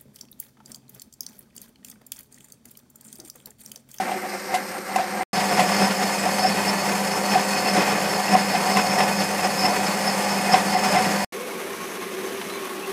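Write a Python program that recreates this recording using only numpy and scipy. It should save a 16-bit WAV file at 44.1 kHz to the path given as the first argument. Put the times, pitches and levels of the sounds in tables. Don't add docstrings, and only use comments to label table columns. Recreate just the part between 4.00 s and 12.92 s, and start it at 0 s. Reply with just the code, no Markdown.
import sys
import numpy as np
from scipy import signal
from scipy.fft import rfft, irfft, next_fast_len
from scipy.io import wavfile
from scipy.ndimage import uniform_filter1d

SR = 44100
rng = np.random.default_rng(int(sys.argv[2]) if len(sys.argv) > 2 else 0)


def dump_mix(stems):
    frames = np.atleast_2d(stems).T
    limited = np.clip(frames, -1, 1)
    pcm = np.round(limited * 32767).astype(np.int16)
    wavfile.write(sys.argv[1], SR, pcm)


N = 393372

# start in seconds, end in seconds.
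STRETCHES_S = [(0, 1.233), (1.33, 7.247), (7.322, 8.92)]
BODY_WANDER_SHARE = [0, 0, .006]


def from_db(db):
    return 10 ** (np.asarray(db) / 20)


def rms_one(x):
    return x / np.sqrt(np.mean(x ** 2) + 1e-20)


def drift(rate_hz, size):
    r = np.exp(-2 * np.pi * rate_hz / SR)
    slow = signal.lfilter([1], [1, -2 * r, r * r], rng.standard_normal(size + SR))
    return rms_one(slow[SR:])


def colour(x, spectrum):
    size = next_fast_len(len(x))
    hz, db = np.transpose(spectrum)
    bins_hz = np.arange(size // 2 + 1) * SR / size
    gain = from_db(np.interp(np.log(bins_hz + 1), np.log(hz), db))
    return rms_one(irfft(rfft(x, size) * gain, size)[:len(x)])


def resonate(x, peaks):
    out = 0
    for k, (hz, width_hz, db) in enumerate(peaks):
        r = np.exp(-np.pi * width_hz / SR)
        b = (1 - r * r) / 2 * np.array([1, 0, -1])
        a = [1, -2 * r * np.cos(2 * np.pi * hz / SR), r * r]
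        out = out + (-1) ** k * from_db(db) * signal.lfilter(b, a, x)
    return out


def resonate_twice(x, hz, width_hz, db, widening):
    return resonate(resonate(x, [(hz, width_hz, db)]), [(hz, widening * width_hz, 0)])


def steady(x, share):
    height = np.sqrt(uniform_filter1d(x * x, SR // 60)) + 1e-9
    return rms_one(x / height ** np.clip(share, 0, 1))


def caught(x, modes, patchy_db):
    out = 0
    for hz, width_hz, db in modes:
        grip = from_db(patchy_db * drift(9.8, len(x)))
        out = out + grip * resonate_twice(x, hz, width_hz, db, 3.2)
    return rms_one(out)


def wander(x, share):
    lead = np.cumsum(share * drift(4.0, len(x)))
    index = np.arange(len(x))
    return np.interp(index + lead, index, x, period=len(x))


def cut(place, t):
    # time in seconds, pressure in dB.
    feed_table = [
        [(0, -1), (.3, -.5), (.85, -1), (1.05, 1), (1.23, 0)],
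        [(1.33, 0), (1.8, 0.34), (2.3, 0), (2.8, .5), (3.3, 0), (3.9, -0.5), (4.5, 0.5), (5.0, 0), (5.5, 0),
         (6.2, 0.5), (6.7, 0.9), (7.0, -1.4), (7.25, -1.5)],
        [(7.33, 0), (7.7, 0), (8.3, 1.04), (8.92, 0)],
    ]
    # seconds into the lap, half length in seconds,
    # then full rise in dB of rasp, bar ring and squeal.
    spots = [(0.046, 0.036, 3, 9, 5), (0.193, 0.024, 3, 13, 5.5), (0.272, 0.023, 8, 15, 2.5),
             (0.403, 0.04, 3, 5, 4.5), (0.501, 0.032, 5, 14.5, 7), (0.58, 0.0097, 3.5, -5, 0.5),
             (0.7, 0.015, 3.5, 15, 4), (0.933, 0.018, 4, 11, 4), (1.143, 0.026, 4, 16.5, 7),
             (1.247, 0.039, 2, 4, 0.5), (1.367, 0.041, 2, 1, -7), (1.566, 0.017, 3, 14, 3.5),
             (1.8, 0.028, 1, 4, 5.5), (2.034, 0.037, 5.5, 15, 3.5), (2.235, .025, 3, -1, 5),
             (2.353, 0.038, 4, 14, 5.5), (2.455, 0.031, 9.5, 15, 5.5), (2.579, 0.058, 5, 13.5, 3),
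             (2.723, 0.027, 2, 13.5, 0.5), (2.815, 0.025, 2.5, 7, 4.5), (3.023, 0.046, 5, 17.5, 4)]
    bite_share = [(0.99, 1, 1), (0.87, 0.63, 1), (0.084, 0, 0.23)]
    lap_at_start_s = [2.47, 0, 0]
    # time in seconds, added level in dB.
    extra_squeal = [(2.42, 3.5), (2.69, 17.5), (3.32, 5.5), (3.84, 2.5), (4.03, 3), (4.55, 0), (4.79, 4),
                    (4.93, 1.5), (5.18, 5.5), (5.25, 3), (5.46, 2.5), (5.6, 6.5), (5.87, 13.5), (6.08, 3),
                    (6.53, 6.5), (6.86, 1), (6.92, 1)]
    lap_s, extra_half_s, flicker_hz = 3.183, 0.016, 13.5

    coarse = t[::32]
    feed_db = np.interp(coarse, *np.transpose(feed_table[place]))
    lap = coarse - STRETCHES_S[place][0] + lap_at_start_s[place]
    swells = 0
    for s, half_s, *rises_db in spots:
        away = (lap - s + lap_s / 2) % lap_s - lap_s / 2
        swells = swells + np.outer(rises_db, np.exp(-0.5 * (away / half_s) ** 2))
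    rasp_db, bar_db, squeal_db = swells * np.array(bite_share[place])[:, None]
    rasp_db = rasp_db + feed_db
    bar_db = bar_db + 4 * feed_db + 3.5 * drift(flicker_hz, len(t))[::32]
    squeal_db = squeal_db + 0.79 * feed_db + 1.37 * drift(flicker_hz, len(t))[::32]
    for s, db in extra_squeal:
        squeal_db = squeal_db + db * np.exp(-0.5 * ((coarse - s) / extra_half_s) ** 2)
    return [np.interp(t, coarse, from_db(db)) for db in (rasp_db, bar_db, squeal_db)]


def teeth(size, per_s, spread_db, smooth):
    chips = (rng.random(size) < per_s / SR) * rng.choice([-1, 1], size)
    chips = chips * from_db(spread_db * np.minimum(rng.exponential(1, size), 3.5))
    return rms_one(rms_one(chips) + smooth * rng.standard_normal(size))


def flecks(size):
    pitches_hz = np.geomspace(450, 2500, 24)
    chips = teeth(size, 900, 4.2, 0)
    dealt = rng.integers(0, 24, size)
    out = 0
    for k, hz in enumerate(pitches_hz):
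        out = out + resonate(chips * (dealt == k) + 1e-18, [(hz, hz / 89.0, 0)])
    return rms_one(out)


def echoes(x):
    lags_s = rng.uniform(0.0022, 0.03, 14)
    spray = np.zeros(SR // 20)
    spray[(lags_s * SR).astype(int)] = from_db(-11.5 - 60 * lags_s / 0.067) * rng.choice([-1, 1], 14)
    spray[0] = 1
    return rms_one(signal.fftconvolve(x, spray)[:len(x)])


def rasp_sound(place, bite, load, top):
    # frequency in Hz, relative level in dB per Hz.
    spectra = [
        [(290, -97), (500, -2.5), (657, -12), (758, -16), (1030, -11.5), (2100, -9), (3430, -27.5), (8600, -25),
         (10200, -30.5), (12700, -26), (15500, -39)],
        [(290, -76), (500, -13), (748, -9.5), (1270, -14), (2010, -11), (4020, -24.5), (4770, -25), (5200, -20),
         (5880, -25), (6740, -23), (11300, -30), (15500, -34.5)],
        [(290, -57), (500, -8), (954, -11), (1090, -5), (1330, -12), (2230, -12), (6270, -25.5), (7240, -25),
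         (10500, -21.5), (14400, -27), (15500, -33)],
    ]
    size = len(bite)
    coloured = colour(echoes(bite), spectra[place])
    high_pass = signal.butter(2, 4100, "high", fs=SR, output="sos")
    treble = signal.sosfilt(high_pass, coloured)
    chips = from_db(-16.0 + 2.8 * drift(25, size)) * flecks(size)
    return load * (coloured - treble + chips) + top * treble


def bar_sound(place, bite):
    # frequency in Hz, width in Hz, relative level in dB.
    modes = [
        [(754, 38, 0)],
        [(744.5, 23, 23), (796, 16, 11)],
        [(376.5, 33, 9.5), (393, 16, 11.5)],
    ]
    ring = steady(resonate(bite, modes[place]), share=0.4)
    return wander(ring, BODY_WANDER_SHARE[place])


def frame_sound(place, bite):
    # frequency in Hz, width in Hz, relative level in dB.
    modes = [
        [(380, 23, 12), (1157, 42, 5), (2060, 61, -14)],
        [(597.6, 14, 9.5), (823, 340, 2.5), (989, 18, 1.5), (1746, 14, 4.5), (1910, 41, 1.5), (2525, 76, 0.5)],
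        [(171, 8, -4), (445, 20, -5), (450, 31, -10), (678, 22, 1), (850, 22, 4), (1080, 41, 5), (2230, 110, 0)],
    ]
    return wander(caught(bite, modes[place], patchy_db=2.8), BODY_WANDER_SHARE[place])


def squeal_sound(place, chatter, flare):
    # frequency in Hz, width in Hz, level in dB before flare and mix.
    modes = [
        [(8540, 120, 4), (9000, 120, -5)],
        [(5142, 113, 2.5), (5277, 125, -1.5)],
        [(5800, 1100, -1.5), (6240, 250, -10)],
    ]
    rings = []
    for hz, width_hz, db in modes[place]:
        ring = resonate_twice(chatter, hz, width_hz, 0, 2.06)
        rings.append(from_db(db) * steady(ring, share=0.35))
    lower, upper = rings
    return wander(lower + flare * upper, 0.0049)


def blade_sound(place, chatter):
    # frequency in Hz, width in Hz, relative level in dB.
    modes = [
        [(4440, 430, -6.5), (5020, 1100, 1), (6600, 110, -13), (12500, 400, -8)],
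        [(4455, 144, -3.5), (4580, 37, -10), (6100, 71, -7.5), (6617, 54, -5.5), (7240, 170, -15),
         (7590, 19, -9), (7700, 57, -7), (8700, 810, -15), (11180, 200, -13)],
        [(3980, 79, 4), (10200, 200, 9)],
    ]
    return caught(chatter, modes[place], patchy_db=2.0)


def gearbox_whine(place, size):
    # frequency in Hz, width in Hz, level in dB rms before the dips under knocks.
    whines = [(531, 14, -45), (529, 9, -36), (374, 14, -43.5)]
    hz, width_hz, db = whines[place]
    ring = resonate(rng.standard_normal(size), [(hz, width_hz, 0)])
    return from_db(db) * steady(ring, share=0.5)


def rumble(place, load):
    # frequency in Hz, relative level in dB per Hz.
    spectra = [
        [(15, -63), (25, -31), (137, -25), (194, -0.5), (325, -14), (364, 3.5), (454, -17), (700, -51),
         (910, -5), (1540, -120)],
        [(15, -92), (25, -51), (119, -35), (189, -9), (217, -16), (260, -22.5), (467, -18.5), (700, -21.5),
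         (910, -27.5), (1540, -120)],
        [(15, -87), (25, -64), (141, -24), (194, -3.5), (325, -15), (374, -7), (450, -8), (560, -36),
         (700, -43), (910, -53), (1540, -120)],
    ]
    size = len(load)
    shaken = (load / np.mean(load)) ** 1.4 * np.mean(load)
    waver = from_db(1.9 * np.tanh(drift(27, size)))
    return shaken * waver * colour(rng.standard_normal(size), spectra[place])


def motor_hum(place, t, load):
    levels_db = [(-64, -43, -48.5, -59), (-52, -29.5, -45, -41.5), (-65.5, -52, -51, -43)]
    hum_hz, size, out = 100.03, len(t), 0
    for k, db in enumerate(levels_db[place]):
        lowest = k == 0
        wobble_rad = (0.044 + 0.71 * lowest) * drift(4.2, size)
        level = from_db(db + (1.2 + 1.3 * lowest) * drift(4.6, size))
        line = np.sin(2 * np.pi * (k + 1) * hum_hz * t + wobble_rad + k)
        out = out + np.sqrt(2) * load / np.mean(load) * level * line
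    return out


def snags():
    # time in seconds, relative levels in dB of knock and crack, t60 in seconds
    # of the judder, relative level in dB of the sizzle, lift in dB of the modes above 900 Hz, rise in ms.
    snag_table = [(0.0, -17.5, -24, 0.37, -35, 0, 2.1), (0.114, -15.5, -17, 0.086, -40, 4, 4),
                  (0.235, -24, -38, 0.1, -50, -6, 6), (0.54, -10, -12, 0.14, -22, 4, 3),
                  (0.959, -11, -11, 0.045, -17.5, 10, 2.2), (0.999, -19, -21, 0.31, -42, -7, 3.3),
                  (1.207, -18, -39, 0.069, -47, 1, 2.7), (1.332, -19.5, -24, .08, -48, -8, 3.3),
                  (1.364, -20, -15.5, 0.53, -44, 3, 3.5), (1.592, -9, -7, 0.15, -21, 2, 1.9),
                  (2.258, -11, -31, 0.12, -45, -36, 6.4), (2.444, -1.5, -40, 0.073, -45, -1, 18),
                  (3.354, -8.5, -20, 0.11, -25, -5, 2.8), (3.658, -14, -41.5, 0.22, -45, 9.5, 3.9),
                  (3.764, -9.5, -22, 0.066, -19, 1, 4), (3.789, -18, -25, 0.043, -37, -2, 2.2),
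                  (4.28, -30, -26, .05, -45, 27, 2.7), (4.351, -6.5, -12, 0.027, -30, 8, 0.8),
                  (4.546, -13, -8, 0.085, -34, 4, 4), (4.769, -18, -8, 0.05, -16.5, 17.5, 1.6),
                  (4.966, -16, -31, 0.072, -42, -13, 5.5), (5.004, -8.5, -7.5, 0.072, -24, 8, 0.64),
                  (5.016, -17, -30, 0.051, -37, -10, 1.8), (5.392, -13.5, -18, 0.071, -45, 6, 1.9),
                  (5.445, -12.5, -30, 0.041, -45, -5, 4.4), (5.649, -25.5, -26, 0.074, -25, 25.5, 4.7),
                  (6.488, -16, -33, .04, -42, -12, 4.4), (6.54, -3, 5, 0.035, -26, 5, 3.1),
                  (6.748, -10.5, -25, 0.045, -51, -1, 3.3), (6.763, -16, -24, 0.036, -38, 10, 1.7),
                  (6.845, -26.5, -9, 0.056, -21, 19, 1.8), (6.948, -11.5, -19, 0.057, -40, -11, 3.2),
                  (6.962, -5.5, -29, 0.14, -40, 2, 9.9), (8.413, -43, -14, 0.048, -42, 8, 2),
                  (8.497, -43, -15, 0.036, -42, 8, 1.7)]
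    # frequency in Hz, relative level in dB, t60 in seconds.
    modes = [(743, 6, 0.035), (634, -13, 0.027), (1038, -14.5, 0.053), (2042, -13, 0.033),
             (2670, -9, 0.0088), (182, -23.5, 0.045)]
    chance_db = rng.normal(0, 4.0, (len(snag_table), len(modes)))
    tear_noise, judder_noise, sizzle_noise = rng.standard_normal((3, N))
    sizzle_band = signal.butter(2, [3800, 11000], "band", fs=SR, output="sos")
    tear_band = signal.butter(2, [500, 4000], "band", fs=SR, output="sos")
    sizzle = rms_one(signal.sosfilt(sizzle_band, sizzle_noise))
    tear = rms_one(signal.sosfilt(tear_band, tear_noise))
    out, size = np.zeros(N), SR // 5
    t = np.arange(size) / SR
    for row, strengths_db in zip(snag_table, chance_db):
        s, knock_db, crack_db, judder_t60_s, sizzle_db, lift_db, rise_ms = row
        rise_ms = max(rise_ms, 0.5)
        at = round(s * SR)
        span = slice(at, at + size)
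        dying = from_db(-60 * t / judder_t60_s)
        force = from_db(-29.0) * dying * judder_noise[span]
        force[0] = 1
        building = 1 - np.exp(-1000 * t / rise_ms)
        burst = from_db(crack_db - 11.5) * tear[span] + from_db(sizzle_db - 3.5) * sizzle[span]
        sound = dying * building * burst
        for (hz, db, t60_s), more_db in zip(modes, strengths_db):
            r, w = from_db(-60 / (t60_s * SR)), 2 * np.pi * hz / SR
            ring = signal.lfilter([0, np.sin(w)], [1, -2 * r * np.cos(w), r * r], force)
            level_db = knock_db + db + more_db * (db < -3) + lift_db * (hz > 900)
            sound += from_db(level_db) * resonate(ring, [(hz, 1000 / np.pi / rise_ms, 0)])
        out[span] += sound
    return out


def moan_sound(t, bite):
    # time in seconds, level in dB rms before the waver.
    levels = [(7.32, -40), (7.9, -44), (8.35, -42), (8.45, -59), (8.92, -61)]
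    level_db = np.interp(t, *np.transpose(levels)) + 3.3 * drift(9.0, len(t))
    return from_db(level_db) * rms_one(resonate_twice(bite, 473, 80, 0, 2))


def squeaks():
    # time in seconds, frequency in Hz, peak level in dB, half length in seconds,
    # share of pitch gained per second, roughness in rad.
    squeak_table = [(8.52, 4050, -39.5, .012, 0, .3), (8.558, 4050, -39.5, .013, 0, .3),
                    (8.845, 2670, -33.5, 0.012, 1.5, .9)]
    t, out = np.arange(N) / SR, np.zeros(N)
    for s, hz, db, half_s, rise, rough_rad in squeak_table:
        swell = np.exp(-0.5 * ((t - s) / half_s) ** 2)
        glide = np.pi * hz * rise * (t - s) ** 2
        phase = 2 * np.pi * hz * t + glide + rough_rad * drift(110, N)
        out += from_db(db) * swell * np.sin(phase)
    return out


def saw(place, t):
    # rasp, bar, squeal, frame, blade, rumble, in dB.
    mix_db = [(-34.5, -41, -54, -47, -45.5, -39), (-27, -36, -40, -34.5, -36, -30.5),
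              (-34.5, -40.5, -47.5, -45, -59, -40)]
    rasp_mix, bar_mix, squeal_mix, frame_mix, blade_mix, rumble_mix = from_db(mix_db[place])
    load, bar, squeal = cut(place, t)
    size = len(t)
    flutter = from_db(0.97 * drift(38, size) + 0.066 * drift(74, size))
    bite = flutter * teeth(size, 3000, 0.94, 0.81)
    chatter = flutter * teeth(size, 1500, 0.83, 0.92)
    top = load ** 0.095 * squeal ** 0.023
    top *= np.mean(load) / np.mean(top)
    flare = (squeal / np.mean(squeal)) ** 1.26

    out = rasp_mix * rasp_sound(place, bite, load, top)
    out += bar_mix * bar * bar_sound(place, bite)
    out += frame_mix * load * frame_sound(place, bite)
    out += squeal_mix * squeal * squeal_sound(place, chatter, flare)
    out += blade_mix * top * flare ** 0.11 * blade_sound(place, chatter)
    out += gearbox_whine(place, size)
    out += rumble_mix * rumble(place, load)
    out += motor_hum(place, t, load)
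    if place == 2:
        out += moan_sound(t, bite)
    return out


def scene():
    dip_depth, rise_s, drop_db, fade_t60_s = 3.0, 0.0029, -23, 0.027
    t, out = np.arange(N) / SR, np.zeros(N)
    knocks = snags() + squeaks()
    knock_rms = np.sqrt(uniform_filter1d(knocks ** 2, SR // 200) + 1e-12)
    dip = 1 / (1 + dip_depth * knock_rms)
    for place, (start, end) in enumerate(STRETCHES_S):
        here = (t >= start) & (t < end + 0.05)
        rise = np.clip((t[here] - start) / rise_s + (place == 0), 0, 1)
        after = np.maximum(t[here] - end, 0)
        fall = from_db((after > 0) * drop_db - 60 * after / fade_t60_s)
        out[here] += rise * fall * (dip[here] * saw(place, t[here]) + knocks[here])
    return np.array([out, out])


def record(dry):
    low_pass = signal.cheby2(24, 60, 15800, fs=SR, output="sos")
    return signal.sosfilt(low_pass, 0.9 * np.tanh(dry / 1.023))


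dry = scene()
out = record(dry)
dump_mix(out)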